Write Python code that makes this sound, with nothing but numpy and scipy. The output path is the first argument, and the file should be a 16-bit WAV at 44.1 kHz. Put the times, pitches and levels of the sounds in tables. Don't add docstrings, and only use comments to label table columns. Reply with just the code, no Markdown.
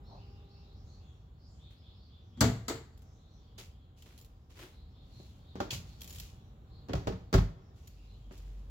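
import sys
import numpy as np
from scipy import signal
from scipy.fft import rfft, irfft, next_fast_len
from scipy.io import wavfile
from scipy.ndimage import uniform_filter1d

SR = 44100
rng = np.random.default_rng(int(sys.argv[2]) if len(sys.argv) > 2 else 0)


def file_out(sig):
    cols = np.atleast_2d(sig).T
    lim = np.clip(cols, -1, 1)
    pcm = np.round(lim * 32767).astype(np.int16)
    wavfile.write(sys.argv[1], SR, pcm)


N = 383669
T = np.arange(N) / SR

# frequency_hz, correlation
COHERENCE = [(60, 1), (130, 0.98), (290, 0.94), (640, 0.83), (1400, 0), (16000, 0)]
# frequency_hz, level_db
TRAFFIC_SPECTRUM = [(20, -30), (32, -12.5), (42, -1.5), (60, 1.5), (80, 1.5), (110, -3), (160, -10),
                    (215, -14.5), (335, -21.5), (480, -25.5), (760, -29), (1150, -31), (1700, -40.5),
                    (2500, -43.5), (3800, -40), (5500, -59.5), (7200, -47.5), (8400, -66.5), (12200, -54.5),
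                    (16000, -54.5)]
HORN_PARTIALS = [(399, 1), (802, -2), (1200, -12)]
HUM_PARTIALS = [(769, -78.5), (462, -79)]
# time_s, level_db
TRAFFIC_ENVELOPE = [(0, -50.5), (1.0, -53), (2.2, -53), (3.3, -54), (4.7, -54.5), (5.3, -51.5), (6.4, -51),
                    (7.8, -54), (8.3, -53.5), (8.7, -50.5)]
HORN_ENVELOPE = [(0, -69), (.3, -66), (.6, -68.5), (.85, -80), (1.1, -110)]
DRONE_ENVELOPE = [(7.6, -89), (8.0, -52.5), (8.3, -51.5), (8.42, -46.5), (8.5, -43), (8.7, -44.5)]
FLOCK_ENVELOPE = [(0, -76), (.9, -79.5), (1.25, -90), (1.8, -76.5), (2.6, -93), (3.2, -76.5), (4.35, -92),
                  (5, -81), (6.3, -80), (6.55, -92.5), (8.1, -80), (8.7, -98)]
# start_s, pitch_hz, level_db
BIRD_CALLS = [(0.031, 4100, -68), (.16, 2750, -72), (.48, 4340, -70), (.62, 3780, -72.5),
              (.86, 4200, -70.5), (1.01, 3324, -73.5), (1.39, 4700, -71.5), (1.47, 6900, -79),
              (1.59, 3500, -65.5), (1.809, 3400, -67), (1.97, 4400, -71.5), (2.09, 3400, -70),
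              (2.319, 3200, -70.5), (3.749, 3230, -81), (4.701, 3850, -70.5), (4.93, 3500, -71),
              (5.11, 4000, -66.5), (5.441, 3700, -68.5), (5.85, 4200, -70), (6.691, 4050, -69.5),
              (7.949, 2640, -75), (8.05, 3950, -73.5)]
# start_s, rise_s, fall_s, level_db, dull_weight_db
SCUFFS_AND_RUSTLES = [(1.7, .007, .1, -75.5, 8.5), (3.577, 0.0089, .073, -48.5, -3.5),
                      (3.96, 0.025, 0.32, -67, -10.5), (4.057, 0.004, 0.22, -74, 10.5),
                      (4.493, 0.012, 0.2, -68.5, 0), (4.55, 0.072, 0.11, -62, 10),
                      (5.0, 0.24, 0.31, -69, -8), (5.729, 0.0063, 0.051, -40, -25),
                      (5.85, 0.034, 0.27, -66.5, -10), (5.97, 0.27, 0.12, -56.5, -27),
                      (7.74, 0.03, 1, -71.5, -17), (8.31, 0.017, 0.14, -65.5, 1.5), (8.36, 0.13, 1, -81, 6)]
# frequency_hz, level_db
HEEL_SPECTRUM = [(120, -20), (350, 2.5), (700, -7.5), (1200, -7.5), (1900, -7), (3000, -7.5), (8000, -22)]
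SOLE_SPECTRUM = [(900, -17), (1900, -11), (2600, -2.5), (3700, -3.5), (5500, -5), (7200, -4.5),
                 (8500, -19.5), (15000, -16.5)]
GRIT_SPECTRUM = [(2000, -10.5), (5000, -3), (7000, -10.5), (9000, -10), (12000, -7.5), (15500, -13.5)]
KEY_SPECTRUM = [(1500, -11.5), (3200, -1), (5200, -2), (7100, -4.5), (9000, -9), (12000, -5.5), (15500, -6)]
# start_s, length_s, level_db
JINGLES = [(4.186, 0.047, -56), (6.043, .15, -48)]
# start_s, level_db
KEY_CLINKS = [(2.976, -63), (3.02, -64), (4.023, -56), (4.178, -56), (4.247, -58), (6.008, -51.5),
              (6.017, -42), (6.199, -41.5), (7.874, -52), (8.378, -59.5)]
LATCH_HITS = [(5.603, -29), (6.934, -33.5), (7.341, -27.5)]
CABIN_BOOMS = [(5.725, -45), (7.341, -16), (7.379, -20.5)]
# start_s, level_db, t60_s
PAWL_HITS = [(5.705, -34, 0.2), (6.933, -32.5, 0.019), (7.071, -47, 0.023)]
# frequency_hz, level_db, t60_s
KEY_MODES = [(3200, 1, .025), (4200, -2, .025), (5750, -6, .04), (6950, 0, .06), (7300, -3, .05),
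             (10900, -5, .07), (11600, -7, .05), (12500, -2, .07), (13350, -3, .07), (14300, -7, .05),
             (15400, -4, .05)]
LATCH_MODES = [(582, -1, .07), (790, 0, .048), (1380, -2, .035)]
PAWL_MODES = [(2610, -1, .07), (2950, -3, .08), (3330, -1, .09), (4360, 2, .025), (5500, -5, .04)]
BONNET_MODES = [(75, -10.5, .4), (81.2, -11, 0.44), (113.3, -8.5, 0.54), (133.4, -10.5, 0.57),
                (191.8, -9, 0.49), (238, 1, 0.24), (245, 9.5, 0.25), (282, 0.5, 0.23), (426, -1.5, 0.18),
                (456.9, -3, 0.34), (669, -4.5, .28), (709, -6, 0.25), (977, -15, 0.44), (1144, -5.5, 0.16),
                (1250, -30.5, 0.27), (1290, -10, .3), (1410, -12.5, 0.26), (1550, -12, .2),
                (4400, -13, 0.31), (7700, -12.5, .25), (6900, -14.5, 0.267), (7900, -16.5, .25)]
DOOR_MODES = [(71.8, -5, 0.34), (104, 0, 0.1), (127.3, 1, 0.15), (162.2, -2.5, 0.28), (185.4, 3, 0.15),
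              (225.4, -3.5, 0.12), (301.5, -2, 0.067), (380, -10, 0.33), (453, -6.5, 0.12),
              (571, -8.5, 0.062), (662, -10, 0.07), (791, -20, 0.18), (1096, -11, 0.11), (1190, -21, 0.13),
              (1280, -10, 0.094)]
# frequency_hz, level_db
BONNET_SPECTRUM = [(60, 1.5), (300, 10), (700, -5.5), (1300, -8.5), (2100, -11), (2550, -19), (3200, -12),
                   (4500, -1), (5700, -8.5), (7300, -3.5), (8500, -24), (15500, -20.5)]
DOOR_SPECTRUM = [(50, 13.5), (120, 21.5), (300, 11), (700, -2.5), (1400, -4.5), (2700, -15), (4400, -6.5),
                 (5800, -11), (7000, -17.5), (8500, -37), (15500, -32)]
BAND_EDGES_HZ = [200, 900, 3000, 8000]
# boom_db, body_db, clank_db, click_db, tick_db
BONNET_BANDS_DB = [1.4, -0.086, 0.28, 0.87, -0.74]
DOOR_BANDS_DB = [0.078, 0.26, 0.27, -1.1, -1.3]
# start_s, force_db, boom_over_body_db, hardness_db_per_band, ring_t60_s
BONNET_BLOWS = [(2.372, -57, 14, -7, 0.99), (2.407, -27, 8, -0.96, 0.087), (2.419, -19.5, -5.5, -11, 0.28),
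                (2.440, -27, 3.5, -7, 0.26), (2.480, -34.5, 0.5, -11.5, 0.52), (2.681, -37, -11, -1.5, 0.2),
                (2.696, -31, -10, -8.5, 0.36)]
DOOR_BLOWS = [(5.199, -53.5, -14, -16, 0.12), (5.555, -42, -16, -10, 0.74), (5.602, -32, -3.5, -8, 0.31),
              (5.725, -48, 9.5, -6, 0.78), (6.885, -49, 9.5, -7.5, 0.11), (6.894, -35.5, -8.5, -13, 0.74),
              (6.934, -31.5, 3.5, -10.5, 0.063), (6.952, -38, 4, -7.5, 0.41), (7.071, -29, 0.5, -9.5, 0.19),
              (7.122, -42.5, 6.5, -10, 0.47), (7.328, -31.5, -11, -6, 0.15),
              (7.339, -26.5, -22, -5.5, 0.21), (7.345, -23, 5, -13.5, 0.18), (7.379, -32, 10.5, -9, 0.29),
              (8.309, -49, -6, -12.5, 0.08)]


def undb(db):
    return 10 ** (np.asarray(db) / 20)


def unit(x):
    return x / np.sqrt(np.mean(x ** 2) + 1e-20)


def fade(t, t60):
    return np.exp(-np.log(1000) * t / max(t60, 1e-3))


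def onset(t, rise_s):
    return 1 - np.exp(-t / rise_s)


def curve(rows, at_s=T):
    return np.interp(at_s, *np.transpose(rows))


def on_bins(points, size):
    hz, value = np.transpose(points)
    return np.interp(np.log(np.arange(size // 2 + 1) * SR / size + 1), np.log(hz), value)


def colour(x, spectrum):
    size = x.shape[-1]
    return irfft(rfft(x) * undb(on_bins(spectrum, size)), size)


def diffuse_noise(size):
    mid, side = rfft(rng.standard_normal((2, size)))
    alike = np.clip(on_bins(COHERENCE, size), -1, 1)
    mid, side = mid * np.sqrt(1 + alike), side * np.sqrt(1 - alike)
    return unit(irfft(np.array([mid + side, mid - side]), size))


def shaped_noise(size, spectrum):
    return unit(colour(diffuse_noise(size), spectrum))


def add(out, start_s, x):
    start = max(int(start_s * SR), 0)
    out[:, start:start + x.shape[-1]] += x[..., :N - start]


def pan(left_db):
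    return undb(np.array([[left_db], [-left_db]]) / 2)


def from_right(x, lag_samples=12):
    return np.array([np.pad(x[0], (lag_samples, 0))[:N], x[1]])


def scattered(start_s, length_s, per_s):
    count = max(round(length_s * per_s), 1)
    return start_s + length_s * (np.arange(count) + rng.random(count)) / count


def ring(modes, t, scatter_db):
    out = 0
    for hz, db, t60 in modes:
        weight, lag, start = rng.standard_normal(3)
        phase = (2 * start + np.array([[1], [-1]]) * lag) * min(hz / 1500, 2)
        out = out + undb(db + scatter_db * weight) * fade(t, t60) * np.sin(2 * np.pi * hz * t + phase)
    return out


def reverberation(x, t60, top_t60):
    t = np.arange(SR * 3 // 2) / SR
    noise = diffuse_noise(len(t))
    low = colour(noise, [(2000, -6.5), (12000, -16)])
    tail = (low * fade(t, t60) + (noise - low) * fade(t, top_t60)) * np.clip(t / 0.017, 0, 1)
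    return signal.fftconvolve(x, unit(tail) / np.sqrt(len(t)), axes=1)[:, :N]


def traffic(waver, waver_db=1.04):
    rumble = shaped_noise(next_fast_len(N), TRAFFIC_SPECTRUM)[:, :N]
    return rumble * undb(curve(TRAFFIC_ENVELOPE) + waver_db * waver)


def horn(clock):
    tone = unit(sum(undb(db) * np.sin(2 * np.pi * hz * clock) for hz, db in HORN_PARTIALS))
    return tone * undb(curve(HORN_ENVELOPE))


def machine_hum(clock, waver, waver_db=3.2):
    return sum(undb(db + waver_db * waver) * np.sin(2 * np.pi * hz * clock) for hz, db in HUM_PARTIALS)


def yap(peak_s=0.15, width_s=0.056, level_db=-56):
    formant = [(350, -23), (560, -2), (850, 0), (1050, -7), (1500, -29), (4000, -56)]
    voice = shaped_noise(next_fast_len(N), formant)[:, :N]
    return voice * undb(level_db) * np.exp(-((T - peak_s) / width_s) ** 2)


def drone(pitch_hz=48.4):
    return unit(np.sin(2 * np.pi * pitch_hz * T)) * undb(curve(DRONE_ENVELOPE))


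def street(pitch_drift=0.0034):
    waver = np.interp(T, np.linspace(0, T[-1], 60), rng.standard_normal(60))
    clock = np.cumsum(1 + pitch_drift * waver) / SR
    return traffic(waver) + horn(clock) + machine_hum(clock, waver) + yap() + drone()


def birds(chirp_s=.11, arch=.12, flock_hz=4250, flock_octaves=.8):
    near, far = np.zeros((2, 2, N))
    flock = [(s, flock_hz * 2 ** (flock_octaves * rng.triangular(-1, 0, 1)), curve(FLOCK_ENVELOPE, s))
             for s in scattered(0, T[-1], per_s=18)]
    for start_s, pitch_hz, db in BIRD_CALLS + flock:
        glide = .07 * rng.standard_normal()
        for out, stretch, warble in ((near, 1, .04), (far, 2.2, .13)):
            progress = np.linspace(0, 1, int(stretch * chirp_s * SR))
            swell = np.sin(np.pi * progress)
            rasp = unit(uniform_filter1d(rng.standard_normal(SR // 2), size=50))[:len(progress)]
            hz = pitch_hz * (1 + glide * (progress - .5) + warble * rasp + arch * (swell - 2 / np.pi))
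            chirp = 2 * swell * np.sin(2 * np.pi * np.cumsum(hz) / SR)
            add(out, start_s - (stretch - 1) * chirp_s / 2, undb(db - 2) * chirp)
    return undb(-5) * near + reverberation(near + undb(-4) * far, t60=.5, top_t60=0.46)


def shoes_and_clothes(grit_db=-7.5, grain_samples=32):
    forces = np.zeros((3, 2, N))
    t = np.arange(SR * 3 // 2) / SR
    for start_s, rise_s, fall_s, db, dull_db in SCUFFS_AND_RUSTLES:
        pressure = undb(db) * np.minimum(t / rise_s, 1) * np.exp(-2 * np.maximum(t - rise_s, 0) / fall_s)
        for force, share_db in zip(forces, (dull_db, 0, grit_db)):
            add(force, start_s, undb(share_db) * pan(left_db=0.5) * pressure)
    out, size = 0, next_fast_len(N)
    textures = (HEEL_SPECTRUM, 3), (SOLE_SPECTRUM, 3), (GRIT_SPECTRUM, 1.5)
    for force, (spectrum, spread_db) in zip(forces, textures):
        grain_db = spread_db * np.minimum(rng.exponential(size=size // grain_samples + 1), 4)
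        grains = np.repeat(undb(grain_db), grain_samples)[:size]
        out = out + force * unit(colour(diffuse_noise(size) * grains, spectrum))[:, :N]
    return out


def keys(rattle_db=-8, rattle_s=0.016):
    out, t = np.zeros((2, N)), np.arange(SR // 8) / SR
    jingling = [(s, db + 0.5 * rng.standard_normal())
                for start_s, length_s, db in JINGLES for s in scattered(start_s, length_s, per_s=50)]
    for start_s, db in KEY_CLINKS + jingling:
        for rebound in (False, True, True):
            tick = shaped_noise(len(t), KEY_SPECTRUM) * fade(t, t60=0.034)
            modes = [(hz * (1 + .02 * rng.standard_normal()), level, t60) for hz, level, t60 in KEY_MODES]
            clink = (undb(-4) * ring(modes, t, scatter_db=4) + undb(6) * tick) / 2
            add(out, start_s + rebound * rattle_s * rng.random(), undb(db + rattle_db * rebound) * clink)
    return out


def latch():
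    out, t = np.zeros((2, N)), np.arange(SR // 2) / SR
    for start_s, db in LATCH_HITS:
        add(out, start_s, undb(db) * ring(LATCH_MODES, t, scatter_db=1.5) * onset(t, rise_s=0.00041))
    for start_s, db, t60 in PAWL_HITS:
        rattle = ring(PAWL_MODES, t, scatter_db=1.5) + undb(-1) * shaped_noise(len(t), SOLE_SPECTRUM)
        add(out, start_s, undb(db) * rattle * fade(t, t60) * onset(t, rise_s=0.0017))
    return out


def cabin_boom(pitch_hz=47.5, t60=.23):
    out, t = np.zeros((2, N)), np.arange(SR // 2) / SR
    boom = np.sin(2 * np.pi * pitch_hz * t) * fade(t, t60) * onset(t, rise_s=0.0076)
    for start_s, db in CABIN_BOOMS:
        add(out, start_s, undb(db) * boom)
    return out


def struck_panel(blows, bands_db, modes, spectrum, dense_db, crack_db, crack_t60, bloom_s,
                 bass_t60_ratio, left_db, treble_left_db):
    out, t = np.zeros((2, N)), np.arange(SR * 3 // 4) / SR
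    edges_hz = [42] + BAND_EDGES_HZ + [18000]
    filters = [signal.butter(2 if k < 2 else 4, edges_hz[k:k + 2], "band", fs=SR, output="sos")
               for k in range(5)]
    for start_s, force_db, boom_db, hardness_db, t60 in blows:
        dense = undb(dense_db) * shaped_noise(len(t), spectrum)
        tone = ring(modes, t, scatter_db=3.5) * fade(t, 5 * t60)
        for k, share_db in enumerate(bands_db):
            db = force_db + share_db + (hardness_db * (k - 1) if k else boom_db)
            decay = fade(t, t60 * (bass_t60_ratio if k < 2 else 1)) + undb(crack_db) * fade(t, crack_t60)
            vibration = (tone + dense * decay) * onset(t, bloom_s / (k + 1) ** 2)
            band = signal.sosfilt(filters[k], vibration)
            band /= np.sqrt(np.mean(band[:, :SR // 40] ** 2))
            add(out, start_s, band * undb(db) * pan(left_db + treble_left_db * (k > 2)))
    return out


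def door():
    return struck_panel(DOOR_BLOWS, DOOR_BANDS_DB, DOOR_MODES, DOOR_SPECTRUM,
                        dense_db=-1, crack_db=3, crack_t60=0.072, bloom_s=0.0026,
                        bass_t60_ratio=0.99, left_db=-0.5, treble_left_db=1.5)


def bonnet():
    return struck_panel(BONNET_BLOWS, BONNET_BANDS_DB, BONNET_MODES, BONNET_SPECTRUM,
                        dense_db=9, crack_db=-2.5, crack_t60=0.064, bloom_s=.014,
                        bass_t60_ratio=0.69, left_db=1.1, treble_left_db=4)


def scene():
    outdoors = from_right(street()) + birds()
    car = undb(-3) * bonnet() + from_right(undb(-1) * door() + latch() + cabin_boom())
    near = car + shoes_and_clothes() + keys()
    shelter = undb(-11) * reverberation(near, t60=0.43, top_t60=0.28)
    yard = undb(-27) * reverberation(near, t60=2.0, top_t60=0.45)
    return near + shelter + yard + outdoors


def record(dry, low_hz=31, top_hz=16100):
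    thinned = signal.sosfilt(signal.butter(4, low_hz, "high", fs=SR, output="sos"), dry)
    return signal.sosfilt(signal.ellip(10, .2, 70, top_hz, fs=SR, output="sos"), thinned)


dry = scene()
out = record(dry)
file_out(out)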